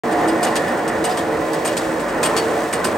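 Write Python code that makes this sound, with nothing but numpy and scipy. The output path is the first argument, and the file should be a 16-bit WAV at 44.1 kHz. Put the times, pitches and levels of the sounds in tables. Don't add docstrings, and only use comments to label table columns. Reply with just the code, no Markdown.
import sys
import numpy as np
from scipy import signal
from scipy.fft import rfft, irfft, next_fast_len
from scipy.io import wavfile
from scipy.ndimage import uniform_filter1d

SR = 44100
rng = np.random.default_rng(int(sys.argv[2]) if len(sys.argv) > 2 else 0)


def to_linear_factor(level_db):
    exponent = np.asarray(level_db, float) / 20
    return 10 ** exponent


def file_out(sig):
    cols = np.atleast_2d(sig).T
    lim = np.clip(cols, -1, 1)
    pcm = np.round(lim * 32767).astype(np.int16)
    wavfile.write(sys.argv[1], SR, pcm)


N = 130977

# (time [s], level [dB])
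LOAD_LEVEL = [(0.05, -21.5), (0.24, -19), (0.45, -22.5), (0.46, -19), (0.87, -23), (0.97, -20.5),
              (2.2, -20.5), (2.21, -19.5), (2.62, -23), (2.68, -25), (2.8, -19.5), (2.96, -21)]
# (frequency [Hz], level [dB per Hz])
RUMBLE_TONE = [(25, -50), (40, -35), (100, -17.5), (230, -8), (500, -5.5), (1270, -13.5), (2050, -20.5),
               (2500, -30.5)]
# (frequency [Hz], width [Hz], level against the load [dB])
FRAME_RESONANCES = [(47.5, 3.6, -30), (82.7, 4.6, -29), (156.3, 10.6, -21), (196.3, 10, -22.5),
                    (241, 8.6, -17.5), (525.6, 18, -12), (586, 36, -10.5), (626, 22, -17), (825, 53, -17.5),
                    (1031.5, 17.5, -15), (1492, 13, -22), (1695, 6.5, -24.5), (1980, 5.9, -23)]
# (time [s], level [dB])
LOW_HUM_LEVEL = [(0.05, -26.5), (0.31, -20), (0.42, -29), (0.75, -31), (0.79, -37.5), (1.03, -22.5),
                 (1.06, -37), (1.3, -29), (2.58, -30.5), (2.62, -25), (2.9, -53), (2.96, -32)]
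MIDDLE_HUM_LEVEL = [(0.05, -28), (0.57, -33), (0.6, -28), (0.69, -46), (1.01, -25.5), (1.23, -35),
                    (1.29, -25.5), (2.02, -38.5), (2.53, -22.5), (2.66, -32), (2.85, -27.5), (2.96, -37)]
HIGH_HUM_LEVEL = [(0.05, -27.5), (0.22, -21.5), (0.33, -32), (0.49, -20.5), (0.51, -28.5), (1.03, -34),
                  (1.07, -20.5), (1.31, -39), (1.86, -36), (1.97, -47), (2.68, -31.5), (2.96, -50)]
# (time [s], level [dB])
GEAR_LEVEL = [
    (.05, -29.5),
    (.5, -29.5),
    (1.0, -30.5),
    (1.35, -35.5),
    (1.5, -36.5),
    (2.2, -32.5),
    (2.6, -34),
    (2.96, -34),
]
# (frequency [Hz], level [dB per Hz])
HISS_TONE = [(1500, -15.5), (2400, 3), (4000, -5.5), (6500, -7.5), (8600, -5.5), (10000, -10),
             (13000, -17.5), (15600, -10)]
# (time [s], level [dB], rattle length [s], brightness [dB], loudest ring [Hz])
JOINT_CLACKS = [(.114, -23, 0.023, -1.5, 8600), (.186, -29, .02, 0, 3230), (0.277, -17.5, 0.02, -0.5, 8600),
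                (0.4294, -12, 0.022, 2.5, 8400), (0.46, -23, 0.02, -14, 2860), (0.556, -12, .02, 0, 3220),
                (0.676, -24, 0.024, -3, 8600), (0.878, -19.5, 0.015, 2, 8600),
                (1.041, -11.5, 0.025, -0.5, 8650), (1.095, -20, 0.045, -4.5, 1815),
                (1.173, -16, 0.025, 0, 3240), (1.533, -16, 0.014, 0.5, 8210),
                (1.649, -13.5, 0.027, 2, 8210), (1.68, -19, 0.02, -10, 2900), (1.768, -14, .018, 2.5, 8210),
                (1.995, -27.5, 0.017, 1.5, 8600), (2.082, -26, 0.026, -2, 2420),
                (2.23, -7, 0.038, -0.7, 8690), (2.3652, -8, 0.024, -1.5, 4480),
                (.775, -30.5, 0.019, 2, 8600), (2.7275, -10.5, 0.023, -1, 8340),
                (2.842, -13.5, 0.029, 2, 8210)]
# (frequency [Hz], level [dB per Hz])
CLACK_COLOUR = [(120, -31), (500, 2.5), (1500, -0.5), (4000, -5.5), (6200, -7.5), (8500, -4.5), (11000, -7),
                (16000, -35)]
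# (frequency [Hz], width [Hz], level [dB])
BRACKET_RINGS = [(1540, 50, -24), (1815, 44, -6.5), (2440, 25, -15), (2863, 22, -6), (3240, 38, -12),
                 (3250, 33, -30), (4480, 19, -7.5), (4940, 26, -6), (6210, 70, -15), (6700, 79, -7),
                 (7500, 200, -8), (8210, 270, -6.5), (8130, 150, -13.5), (11800, 120, -38)]
# (frequency [Hz], side minus mid [dB])
STEREO_WIDTH = [(60, -24), (200, -20), (380, -17), (700, -10), (1290, -7.5), (2380, -8.5), (4400, -7.5),
                (7000, -8)]
# (frequency [Hz], left minus right [dB])
STEREO_LEAN = [(100, .1), (250, -.3), (600, -2.2), (1200, -1.7), (1900, -1.8), (2700, 1.4), (6500, 2.1),
               (9000, .01)]
# (frequency [Hz], lead [turns])
LEFT_LEAD = [(250, -.01), (700, -.04), (1500, .001), (3100, .11), (4300, .05), (6300, .03), (7600, .11),
             (8450, .001)]
TREBLE_NULLS = [8450, 10170, 12150, 13800, 15600]


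def table(rows, x, log=True):
    a = np.array(rows, float)
    if log:
        return np.interp(np.log(x + 1), np.log(a[:, 0]), a[:, 1])
    return np.interp(x, a[:, 0], a[:, 1])


def unit(x):
    return x / np.sqrt(np.mean(x ** 2))


def colour(x, rows):
    cepstrum = irfft(np.log(to_linear_factor(table(rows, np.arange(1025) * SR / 2048))))
    cepstrum[1:1024] *= 2
    cepstrum[1025:] = 0
    response = irfft(np.exp(rfft(cepstrum)))
    return signal.fftconvolve(x, response[None], axes=1)[:, :N]


def ring(x, hz, width_hz):
    return signal.lfilter(*signal.iirpeak(hz, hz / width_hz, fs=SR), x)


def walk(rate):
    hold = int(SR / rate)
    steps = np.repeat(rng.standard_normal(N // hold + 1), hold)
    drift = uniform_filter1d(uniform_filter1d(steps, hold), hold)[:N]
    return (drift - drift.mean()) / drift.std()


def noise():
    return rng.standard_normal((2, N))


def clicks(per_s, scatter_db):
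    chance, luck = rng.random((2, N))
    size = to_linear_factor(-scatter_db * np.log(luck + 0.007))
    return unit((chance < per_s / SR) * size * np.sign(noise()))


def rumble(t):
    rumble_db, swell_db, flicker_db, frame_wander_db = -2, 1.4, 1, 1.6
    swell = walk(8.34)
    broad = 0
    for hz in 28 * 2 ** np.arange(0, 6.4, 1 / 3):
        db = table(RUMBLE_TONE, hz) + swell_db * swell + flicker_db * walk(15)
        broad = broad + to_linear_factor(db) * ring(ring(noise(), hz, hz / 3.7), hz, hz / 3.7)
    frame = 0
    for hz, width_hz, db in FRAME_RESONANCES:
        frame = frame + to_linear_factor(db + frame_wander_db * walk(3.83)) * unit(ring(noise(), hz, width_hz))
    return to_linear_factor(table(LOAD_LEVEL, t, False)) * (to_linear_factor(rumble_db) * unit(broad) + frame)


def hums(t):
    out = 0
    levels = [LOW_HUM_LEVEL, MIDDLE_HUM_LEVEL, HIGH_HUM_LEVEL]
    for hz, width_hz, level in zip([320.5, 450.8, 718.5], [8.4, 6.1, 25], levels):
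        line = unit(ring(noise(), hz, width_hz))
        swing = np.sqrt(uniform_filter1d(line ** 2, size=600) + 0.058)
        out = out + to_linear_factor(table(level, t, False) + 0.5) * unit(line / swing ** 0.64)
    return out


def gear(t):
    hz, width_hz, gear_db, throb_db = 1815, 230, -3.5, 1.5
    band = ring(ring(noise(), hz, width_hz), hz, width_hz)
    return unit(band) * to_linear_factor(table(GEAR_LEVEL, t, False) + gear_db + throb_db * walk(30))


def hiss():
    hiss_db, chatter_db, chatter_per_s = -40.5, -42.5, 660
    chatter = colour(clicks(chatter_per_s, 1.85) * to_linear_factor(2.3 * walk(5.9)), CLACK_COLOUR)
    rubbing = to_linear_factor(hiss_db + 1.44 * walk(10.3)) * unit(colour(noise(), HISS_TONE))
    return rubbing + to_linear_factor(chatter_db) * unit(chatter)


def clacks(t):
    clack_db, bright_hz = -15.5, 5660
    tick_db, tick_s, rise_s = -2.5, .002, 0.0093
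    tail_db, tail_t60_s, bright_tail_db = -3, 0.65, -3.5
    ring_db, favour_db, ring_late_s = -7, 7, .008
    dull, bright = np.zeros(N), np.zeros(N)
    rings = np.zeros((len(BRACKET_RINGS), N))
    tones_hz = np.array(BRACKET_RINGS)[:, 0]
    picks = rng.standard_normal((len(JOINT_CLACKS), len(BRACKET_RINGS)))
    for (s, db, length_s, bright_db, loudest_hz), pick in zip(JOINT_CLACKS, picks):
        age = np.maximum(t - s, 0)
        level = to_linear_factor(db + clack_db)
        size = (t > s) * level
        fade = np.exp(-(age / max(length_s, .004)) ** 2)
        burst = (.6 + .6 * np.minimum(age / rise_s, 1)) * fade
        tick = to_linear_factor(tick_db) * np.exp(-age / tick_s)
        tail = to_linear_factor(tail_db - 60 * age / tail_t60_s)
        dull = dull + size * (burst + tail)
        bright = bright + size * to_linear_factor(bright_db) * (tick + burst + tail * to_linear_factor(bright_tail_db))
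        distance_hz = np.abs(tones_hz - loudest_hz)
        tone_db = ring_db + favour_db * (distance_hz == distance_hz.min())
        tone_db = tone_db + 3.6 * np.clip(pick, -2, 1.5) + bright_db * (tones_hz > bright_hz)
        late_burst = burst * np.minimum(age / ring_late_s, 1) ** 2
        rings += np.outer(to_linear_factor(tone_db), level * late_burst)
    rattle = clicks(per_s=3500, scatter_db=2.5) + .9 * noise()
    rattle = unit(rattle) * to_linear_factor(1.8 * walk(150))
    body = unit(colour(rattle, CLACK_COLOUR))
    low = signal.sosfilt(signal.butter(2, bright_hz, fs=SR, output="sos"), body)
    metal = 0
    for (hz, width_hz, db), strength in zip(BRACKET_RINGS, rings):
        even_out = np.sqrt(SR / 2 / width_hz)
        metal = metal + to_linear_factor(db) * even_out * ring(rattle * strength, hz, width_hz)
    return low * dull + (body - low) * bright + metal


def scene():
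    loose_share, treble_side_db = .3, 1
    t, size = np.arange(N) / SR, next_fast_len(N + 4096)
    hz = np.arange(size // 2 + 1) * SR / size
    mid, side = rfft(rumble(t) + hums(t) + gear(t) + hiss() + clacks(t), size)
    turns = np.where(hz < TREBLE_NULLS[0], table(LEFT_LEAD, hz), np.interp(hz, TREBLE_NULLS, -np.arange(5) / 2))
    half = np.pi * turns
    fold = np.clip((hz - 7000) / 2900, 0, 1)
    treble_loose = np.sqrt(loose_share) * np.abs(np.sin(2 * half) * np.sin(half))
    loose = (1 - fold) * to_linear_factor(table(STEREO_WIDTH, hz)) + fold * treble_loose
    tied = 1j * np.sin(half) * mid * np.sqrt(1 - fold * loose_share * np.sin(2 * half) ** 2)
    side = (tied + loose * side) * to_linear_factor(fold * treble_side_db)
    mid = mid * np.cos(half)
    lean = to_linear_factor(table(STEREO_LEAN, hz) / 2)
    return irfft(np.array([(mid + side) * lean, (mid - side) / lean]), size)[:, :N]


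def band_limit(x):
    return signal.sosfilt(signal.butter(12, 17110, fs=SR, output="sos"), x)


def record(dry):
    top_hz, start_s, fade_in_s = 15800, .0352, .0004
    rounded = np.tanh(1.1 * dry) / 1.1
    x = signal.sosfilt(signal.ellip(10, .3, 70, top_hz, fs=SR, output="sos"), rounded)
    x = x * np.clip((np.arange(N) / SR - start_s) / fade_in_s, 0, 1)
    return band_limit(x)


dry = scene()
out = record(dry)
file_out(out)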